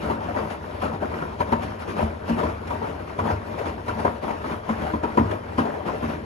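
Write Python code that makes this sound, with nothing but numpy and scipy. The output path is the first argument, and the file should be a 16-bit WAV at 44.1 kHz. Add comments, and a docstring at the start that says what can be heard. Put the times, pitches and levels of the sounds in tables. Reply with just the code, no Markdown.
"""In a small room, close to the door of a front-loading washing machine tumbling wet laundry.
Under it all the motor hums, a wavering sine, and the laundry rumbles as low noise heaved by three paddles.
Water is noise mixed with ringing bubbles, swelling with the paddle beat, small splats and breaking waves.
Folds slap shut with a gulp of trapped air. Falling clothes splash, smack and plop,
boom through the drum's modes and thud in the sprung tub."""
import sys
import numpy as np
from scipy import signal
from scipy.fft import rfft, irfft, next_fast_len
from scipy.io import wavfile
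from scipy.ndimage import uniform_filter1d, map_coordinates

SR = 44100
rng = np.random.default_rng(int(sys.argv[2]) if len(sys.argv) > 2 else 0)


def wav_out(sig):
    """Save sig, one row per channel (or a flat mono array), as 16-bit PCM at SR to the path in sys.argv[1]."""
    wavfile.write(sys.argv[1], SR, np.round(np.clip(np.atleast_2d(sig).T, -1, 1) * 32767).astype(np.int16))


N = 275625

# Table levels are relative: each layer adds its own trim.
# motor hum: (f/Hz, level/dB)
MOTOR_HUM = (99.8, -46)
# spectrum of the tumbling laundry's rumble: (f/Hz, level/dB)
RUMBLE_SPECTRUM = [(20, -19), (36, -9), (52, -5.5), (80, 6), (100, -1.5), (130, -7), (300, -73)]
# spectrum of the deep, heaving water: (f/Hz, level/dB)
CHURN_SPECTRUM = [(70, -35), (125, -5.5), (165, 0), (230, 0), (330, -2), (450, -4.5), (1200, -50)]
# spectrum of the body of the water: (f/Hz, level/dB)
SLOSH_SPECTRUM = [(150, -19), (300, -6), (450, 1.5), (650, .3), (1000, -1.8), (1300, -4), (1650, -8),
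                  (2100, -15), (3000, -25), (5000, -37), (10000, -70)]
# spectrum of the fizzing spray: (f/Hz, level/dB)
SPRAY_SPECTRUM = [(700, -4), (1700, 7.6), (2700, 2), (4000, -7.3), (5500, -10), (7500, -17.8),
                  (10800, -13.6), (12300, -19.5)]
# modes of the drum's air and shell: (f/Hz, level/dB, t60/s)
DRUM_MODES = [(162, -2.5, .18), (226, 1, .2), (281, -6, .2), (328, -4, .15), (405, -5.5, .12),
              (463, -6.5, .12), (615, -4, .09), (735, -7.3, .08), (962, -4.2, .08)]
# modes of the water-filled tub on its springs: (f/Hz, level/dB, t60/s)
TUB_MODES = [(62, -3, .22), (78, .5, .28), (98, -3, .5)]
# lift of the slosh by each of the three paddles in turn: (level/dB)
PADDLE_LIFTS = [5, 2.5, 4.5]
# waves that break over the laundry: (t/s of the start, slosh level/dB, spray level/dB, swell to the crest/s)
BREAKING_WAVES = [(0.0, -29.5, -46, 0.039), (0.348, -28, -49.5, 0.032), (0.488, -32.5, -46.5, 0.028),
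                  (0.822, -25.5, -47, 0.024), (0.923, -32, -52.5, 0.018), (1.007, -29, -56, 0.02),
                  (1.085, -34.5, -63, 0.041), (1.21, -31.5, -55, 0.015), (1.618, -35, -44.5, 0.012),
                  (1.787, -41, -49.5, 0.02), (1.87, -33, -45.5, 0.026), (1.951, -27, -45.5, 0.045),
                  (2.267, -31.5, -46, 0.037), (2.358, -28, -47, 0.037), (2.669, -39, -47, 0.0081),
                  (2.815, -30.5, -62, 0.019), (2.988, -38, -55, 0.021), (3.228, -27, -47, 0.046),
                  (3.578, -32.5, -46.5, 0.016), (3.65, -28.5, -45, 0.022), (3.977, -31, -47, 0.023),
                  (4.219, -30, -46.5, 0.023), (4.262, -30, -48.5, 0.038), (4.432, -31.5, -49, 0.046),
                  (4.503, -31, -47, 0.022), (4.77, -30.5, -49.5, 0.058), (5.29, -31.5, -52, 0.028),
                  (5.626, -31.5, -62, 0.038), (5.714, -33, -55, 0.039), (5.85, -26.5, -46.5, 0.028),
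                  (6.07, -30, -49, 0.033)]
# wet folds that slap shut on a pocket of air: (t/s, level/dB, pitch f/Hz)
FOLD_SLAPS = [(0.203, -28, 870), (0.283, -24, 700), (0.341, -27.5, 940), (1.02, -27, 580), (2.0, -29, 590),
              (2.703, -24, 940), (4.301, -22.5, 900), (4.44, -28, 1260), (4.864, -26, 740),
              (5.31, -21.5, 622), (5.65, -24.5, 670)]
# laundry falling into the water: (t/s, splash level/dB, boom level/dB, boom centre f/Hz,
# thud level/dB, thud centre f/Hz, spray level/dB, rise/s, splash t60/s)
LAUNDRY_FALLS = [(0.052, -29, -39, 250, -21, 76, -62, 0.003, 0.1),
                 (0.097, -23, -17, 410, -47, 100, -46, 0.0022, 0.35),
                 (0.812, -26.5, -36, 298, -36, 80, -44.5, 0.0055, 0.27),
                 (1.403, -17.5, -29, 290, -32, 97, -40, 0.003, 0.135),
                 (1.521, -14.5, -20.5, 225, -24, 100, -41.5, 0.003, 0.12),
                 (2.017, -27, -22.5, 226, -13, 75, -50, 0.0019, 0.13),
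                 (2.29, -29, -19, 226, -21, 64, -41.5, 0.0083, 0.053),
                 (2.427, -23.5, -23.5, 240, -18, 82, -47, 0.0056, 0.48),
                 (3.187, -19, -26, 300, -19, 105, -45.5, 0.0027, 0.21),
                 (3.309, -25, -33, 233, -16, 88, -43, 0.0016, 0.11),
                 (3.876, -23.5, -29.5, 216, -19, 100, -43.5, 0.0058, 0.22),
                 (4.048, -16.5, -24, 260, -20, 92, -45, 0.0028, 0.17),
                 (4.686, -22.5, -22, 239, -42, 100, -45, 0.0054, 0.31),
                 (4.933, -23.5, -19.5, 300, -21, 84, -53, 0.0023, 0.24),
                 (5.033, -20, -20, 326, -36, 76.4, -46, 0.0022, 0.2),
                 (5.174, -13.5, -10.5, 355, -13.5, 104, -42.5, 0.0016, 0.14),
                 (5.196, -24, -14, 240, -13, 98, -52, 0.0016, 0.16),
                 (5.581, -17, -14, 278, -24, 105, -39, 0.0022, 0.25),
                 (6.025, -27.5, -20, 225, -22, 84, -49, 0.0027, 0.58)]
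# decay of the room: (f/Hz, t60/s)
ROOM_DECAY = [(100, 0.69), (1000, 0.33), (10000, 0.13)]
# likeness of the two microphone ports: (f/Hz, likeness/0-1)
PORT_LIKENESS = [(100, .99), (260, .85), (450, .5), (1200, .35), (2500, .3), (5000, .55), (8000, .85)]
# phase by which the left port leads: (f/Hz, lead/rad)
LEFT_LEAD = [(100, -0.09), (280, 0.6), (600, 2.12), (1400, 2), (2900, 6.5), (5000, 8), (6800, 6.5),
             (10300, 0.5)]
# left port minus right port: (f/Hz, level/dB)
LEFT_TILT = [(100, 0.5), (190, 1), (350, 2.5), (620, 8.5), (1120, 2.5), (2010, 0), (4000, 7), (6500, 6.5),
             (9000, -1)]

TOP_HZ = 12300
PADDLE_EVERY_S, FIRST_PADDLE_S = .404, .175
# a paddle enters the water, drags it along, lets it run off
SCOOP_S, CARRY_S, DRAIN_S = .135, .17, .09
CALM_SLOSH_DB, CALM_SPRAY_DB = -39, -56  # between paddles, before the layer trims
WAVE_SHARPNESS = 1.2  # the sharper, the more a wave bunches round its crest
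# small splats that lap all the time: mean rate, rise, decay, rms depth
LAPS_PER_S, LAP_RISE_S, LAP_T60_S, LAP_DB = 24, .004, .14, 1.1
SPRAY_FOLLOWS = .7  # share of the lapping's dB swing that the spray follows
LEVEL_SHIFT = .02  # share of their pitch by which the water's resonances lean either way
# a pocket sheds bubbles: delay and loss from one to the next, log-pitch scatter round the first
BREAKUP_S, BREAKUP_DB, BREAKUP_SPREAD = .0081, -6.5, .234
SLAP_RISE_S, SLAP_T60_S = .0035, .13
SLAP_SPLASH_DB, SLAP_SPRAY_DB = -5, -21  # against the gulp
PLOP_HZ, PLOP_SPREAD = 965, .04  # a steady ring struck by each fall: usual pitch, log-pitch scatter
# cloth sliding in ahead of its fall: time constant in rise times, level against the spray
SLIDE_RISES, SLIDE_DB = 3, -6.5


def amp(db):
    """Decibels to gain."""
    return 10 ** (np.asarray(db) / 20)


def unit(x):
    """Scale to rms 1."""
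    return x / np.sqrt(np.mean(x ** 2) + 1e-20)


def along(points, hz):
    """Read a (f/Hz, value) curve on a log frequency axis."""
    f, v = np.transpose(points)
    return np.interp(np.log(hz + 1), np.log(f + 1), v)


def wobble(rate):
    """A smooth random curve, rate knots a second."""
    knots = rng.standard_normal(int(N * rate / SR) + 4)
    coarse = np.arange(0, N, 32)
    smooth = map_coordinates(knots, [coarse * rate / SR])
    return np.interp(np.arange(N), coarse, smooth)


def filtered(x, response):
    """Apply a complex response of frequency to x."""
    m = next_fast_len(N + SR // 4)
    hz = np.fft.rfftfreq(m, 1 / SR)
    return irfft(rfft(x, m) * response(hz), m)[..., :N]


def add(track, s, sound):
    """Mix a sound into a track at time s."""
    part = track[max(round(s * SR), 0):][:len(sound)]
    part += sound[:len(part)]


def burst(t, rise, t60):
    """A swell and decay with its top at 1."""
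    shape = (1 - np.exp(-(t / rise) ** 2)) * amp(-60 * t / t60)
    return shape / shape.max()


def room(x):
    """A short tail of decaying noise: walls scatter the middle and treble, and the treble dies first."""
    hz, t, z = signal.stft(rng.standard_normal((2, SR // 3)), SR, nperseg=256)
    decay = amp(-60 * t / along(ROOM_DECAY, hz)[:, None])
    tail = signal.istft(z * decay, SR, nperseg=256)[1]
    no_bass = signal.butter(3, 500, "high", fs=SR, output="sos")
    tail = signal.sosfilt(no_bass, tail)
    return signal.fftconvolve(x, tail / np.linalg.norm(tail[0]), axes=1)[:, :N]


def paddles():
    """Lift of the water's level in dB: each paddle scoops, carries and drains, then the next follows."""
    passes, age = np.divmod(np.arange(N) / SR - FIRST_PADDLE_S, PADDLE_EVERY_S)
    draining = 1 - (age - SCOOP_S - CARRY_S) / DRAIN_S
    stroke = np.clip(np.minimum(age / SCOOP_S, draining), 0, 1)
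    return np.take(PADDLE_LIFTS, passes.astype(int), mode="wrap") * stroke


def drum_peaks(hz, lift_db=9, width=.04):
    """Gain of the drum's resonances for the noise inside it; width is a share of each pitch."""
    return amp(sum((lift_db + db) / (1 + ((hz / f - 1) / width) ** 2) for f, db, _ in DRUM_MODES))


def coloured(x, spectrum):
    """Shape x to a spectrum at rms 1, its drum resonances leaning as the water rises and sinks."""
    def tuned(shift):
        return filtered(x, lambda hz: amp(along(spectrum, hz)) * drum_peaks(hz / (1 + shift)))

    low, high = tuned(-LEVEL_SHIFT), tuned(LEVEL_SHIFT)
    level = (1 + np.tanh(2 * wobble(7))) / 2
    return unit((2.5 - level) * low + level * high)


def motor():
    """A sine hum wavers a little with the load; each paddle heaves the laundry's noise rumble along."""
    hz, db = MOTOR_HUM
    waver_db = 2.2 * np.tanh(wobble(6))
    phase = 2 * np.pi * hz * np.arange(N) / SR + .5 * wobble(6)
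    hum = np.sqrt(2) * amp(db + waver_db) * np.sin(phase)
    heave = amp(-41.5 + .5 * paddles())
    rumble = heave * coloured(rng.standard_normal((2, N)), RUMBLE_SPECTRUM)
    return hum, rumble


def bubbles(low_hz, high_hz, cycles, spread_db, count):
    """Two unrelated streams of bubbles, flat in spectrum: short ringing tones that rise in pitch."""
    when, pitch, size, stream = rng.random((count, 4)).T
    hz = low_hz * (high_hz / low_hz) ** pitch
    age = np.arange(int(cycles / low_hz * SR))
    turns = hz[:, None] * age / SR
    life = np.minimum(turns / cycles, 1)
    fade = np.exp(-np.log(100) * life) * (1 - life)
    tone = np.sin(2 * np.pi * turns * (1 + 0.14 * life)) * fade
    gain = hz * amp(-spread_db * np.log(size + 0.017))
    start = (when * N).astype(int) + N * (stream > .5)
    # both streams lie end to end in one track, then split
    pair = np.bincount((start[:, None] + age).ravel(), (gain[:, None] * tone).ravel(), 2 * N)
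    return unit(pair[:2 * N].reshape(2, N))


def patchy(x, depth_db):
    """Pockets of air open and close between the clothes, each favouring its own band for a moment."""
    z = signal.stft(x, nperseg=512)[2]
    field = rng.standard_normal(z.shape[1:])
    field = uniform_filter1d(field, size=5, axis=0)  # across frequency
    field = uniform_filter1d(field, size=7, axis=1)  # across time
    return signal.istft(z * amp(depth_db * unit(field)), nperseg=512)[1][:, :N]


def laps(per_s, rise, t60):
    """Level curve of small random splats, each sudden and then running out; mean 0, rms 1."""
    hits = (rng.random(N) < per_s / SR) * rng.uniform(.5, 1, N)
    level = signal.fftconvolve(hits, burst(np.arange(SR // 4) / SR, rise, t60))[:N]
    return unit(level - level.mean())


def wash():
    """Slosh and spray levels in dB: the paddles' uneven beat, with waves that swell and run out on top."""
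    stir_db = paddles() + 0.5 * wobble(28)
    slosh = amp(CALM_SLOSH_DB + stir_db) ** 2
    spray = amp(CALM_SPRAY_DB + stir_db) ** 2
    t = np.arange(SR // 2) / SR
    for s, slosh_db, spray_db, swell in BREAKING_WAVES:
        crest = (t / swell * np.exp(1 - t / swell)) ** WAVE_SHARPNESS
        add(slosh, s, (amp(slosh_db) * crest) ** 2)
        add(spray, s, (amp(spray_db) * crest) ** 2)
    return 10 * np.log10(slosh), 10 * np.log10(spray)


def splashes(splash_db, churn_db, spray_db):
    """Power of falls and slaps: cloth slides in, spray and splash burst, the deep churn follows."""
    t = np.arange(SR // 2) / SR
    splash, churn, spray = np.zeros((3, N))
    for s, db, boom_db, _, _, _, fizz_db, rise, t60 in LAUNDRY_FALLS:
        splash_gain, spray_gain = amp(db + splash_db), amp(fizz_db + spray_db)
        # a hard fall, with its short rise, comes with little warning
        slide = amp(SLIDE_DB) * np.exp(-t[::-1] / (SLIDE_RISES * rise))
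        lead = slide[max(len(t) - round(s * SR), 0):]
        lead_start = s - len(lead) / SR
        add(spray, lead_start, (spray_gain * lead) ** 2)
        add(splash, lead_start, (splash_gain * lead / 2) ** 2)
        add(spray, s - .001, (spray_gain * burst(t, rise, 0.95 * t60)) ** 2)
        add(splash, s, (splash_gain * burst(t, rise, t60)) ** 2)
        add(churn, s + .005, (amp(boom_db + churn_db) * burst(t, 1.3 * rise, 1.6 * t60)) ** 2)
    for s, db, _ in FOLD_SLAPS:
        slap = amp(db) * burst(t, SLAP_RISE_S, SLAP_T60_S)
        add(splash, s, (amp(SLAP_SPLASH_DB) * slap) ** 2)
        add(spray, s, (amp(SLAP_SPRAY_DB) * slap) ** 2)
    return splash, churn, spray


def water():
    """Noise and bubbles in body, deep and mist layers, stirred all the time and thrown up by each fall."""
    slosh_db, spray_db = wash()
    splash, churn, spray = splashes(splash_db=-3.5, churn_db=-13, spray_db=6.0)
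    lapping = LAP_DB * laps(LAPS_PER_S, LAP_RISE_S, LAP_T60_S)

    gurgle = rng.standard_normal((2, N))
    gurgle += 0.29 * bubbles(low_hz=277.7, high_hz=2518, cycles=21.3, spread_db=2.5, count=2600)
    fizz = rng.standard_normal((2, N))
    fizz += 0.34 * bubbles(low_hz=1710, high_hz=10900, cycles=4.2, spread_db=2.5, count=9000)

    # stirring and splashing add as powers
    body_gain = np.sqrt(amp(slosh_db + lapping - 0.2) ** 2 + splash)
    body = body_gain * coloured(patchy(gurgle, depth_db=1.32), SLOSH_SPECTRUM)
    # the deep water heaves with each surge
    deep_gain = np.sqrt(amp(slosh_db + 1.4 * wobble(18) - 3.0) ** 2 + churn)
    deep = deep_gain * coloured(rng.standard_normal((2, N)), CHURN_SPECTRUM)
    mist_gain = np.sqrt(amp(spray_db + SPRAY_FOLLOWS * lapping + 5.0) ** 2 + spray)
    mist = mist_gain * coloured(patchy(fizz, depth_db=2.0), SPRAY_SPECTRUM)
    return body + deep + mist


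def pocket(hz, t, rise, t60):
    """Trapped air plops, its pitch climbing as it nears the surface, and sheds a few weaker bubbles."""
    out = np.zeros(len(t))
    for k, chance in enumerate(rng.standard_normal(size=4)):
        pitch = hz * np.exp(BREAKUP_SPREAD * min(k, 1) * chance)  # the first keeps its pitch
        tone = np.sin(2 * np.pi * pitch * t * (1 + 0.45 * t))
        add(out, k * BREAKUP_S, amp(k * BREAKUP_DB) * burst(t, rise, t60) * tone)
    return out


def gulps():
    """The pocket of air under each slapping fold rings out."""
    t, out = np.arange(SR // 3) / SR, np.zeros(N)
    for s, db, hz in FOLD_SLAPS:
        add(out, s, amp(db) * pocket(hz, t, SLAP_RISE_S, SLAP_T60_S))
    return out


def near(modes, centre_hz, db_per_octave):
    """The modes as a blow excites them: weaker the further they lie from its own pitch."""
    return [(hz, db - db_per_octave * abs(np.log2(hz / centre_hz)), t60) for hz, db, t60 in modes]


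def ring(modes, t, rise, scatter_db):
    """Modes struck by a soft load, with new strengths, pitches and phases for each blow."""
    out = np.zeros(len(t))
    chances = rng.standard_normal((len(modes), 2))
    for (hz, db, t60), (strength, detune) in zip(modes, chances):
        tone = np.sin(2 * np.pi * hz * (1 + 0.023 * detune) * t + 2 * detune)
        out += amp(db + scatter_db * strength) * burst(t, rise, t60) * tone
    return out


def knocks():
    """Each fall smacks the drum, rings the modes near its pitch, strikes a steady plop near 960 Hz and shakes
    the tub."""
    t, out = np.arange(SR // 2) / SR, np.zeros(N)
    for s, db, boom_db, boom_hz, thud_db, thud_hz, _, rise, _ in LAUNDRY_FALLS:
        u = t / (0.36 * rise)  # the harder the contact, the shorter and taller its push
        smack = amp(db - 44.5) / rise * u * (2 - u) * np.exp(-u)
        add(out, s, smack)
        boom = ring(near(DRUM_MODES, boom_hz, 16), t, rise=2 * rise, scatter_db=1)
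        add(out, s, amp(boom_db) * boom)
        plop_hz = PLOP_HZ * np.exp(PLOP_SPREAD * rng.standard_normal())
        add(out, s, amp(db + 2) * pocket(plop_hz, t, 2 * rise, t60=0.055))
        thud = ring(near(TUB_MODES, thud_hz, 28), t, rise=.013, scatter_db=1)
        add(out, s + .004, amp(thud_db - 5) * thud)
    return out


def ports(pair):
    """Two unrelated streams become left and right: the bass is shared, the left port is nearer."""
    def turn(hz):
        return np.arccos(np.clip(along(PORT_LIKENESS, hz), 0, 1)) / 2

    shared, apart = filtered(pair, lambda hz: np.array([np.cos(turn(hz)), np.sin(turn(hz))]))
    side = np.array([[1], [-1]]) / 2  # each port takes half the difference

    def offset(hz):
        return amp(side * along(LEFT_TILT, hz)) * np.exp(1j * side * along(LEFT_LEAD, hz))

    return filtered(np.array([shared + apart, shared - apart]), offset)


def scene():
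    """Motor, water and knocks, with the room, at the two ports."""
    hum, rumble = motor()
    moving = water()
    moving[0] += knocks() + gulps()
    pair = moving + rumble + amp(-12) * room(moving)
    pair[0] += hum
    return ports(pair)


def record(dry):
    """The microphone drops the lowest bass; nothing is kept above the band limit."""
    no_bass = signal.butter(4, 46, "high", fs=SR, output="sos")
    thinned = signal.sosfilt(no_bass, dry)
    return filtered(thinned, lambda hz: hz < TOP_HZ)


dry = scene()
out = record(dry)
wav_out(out)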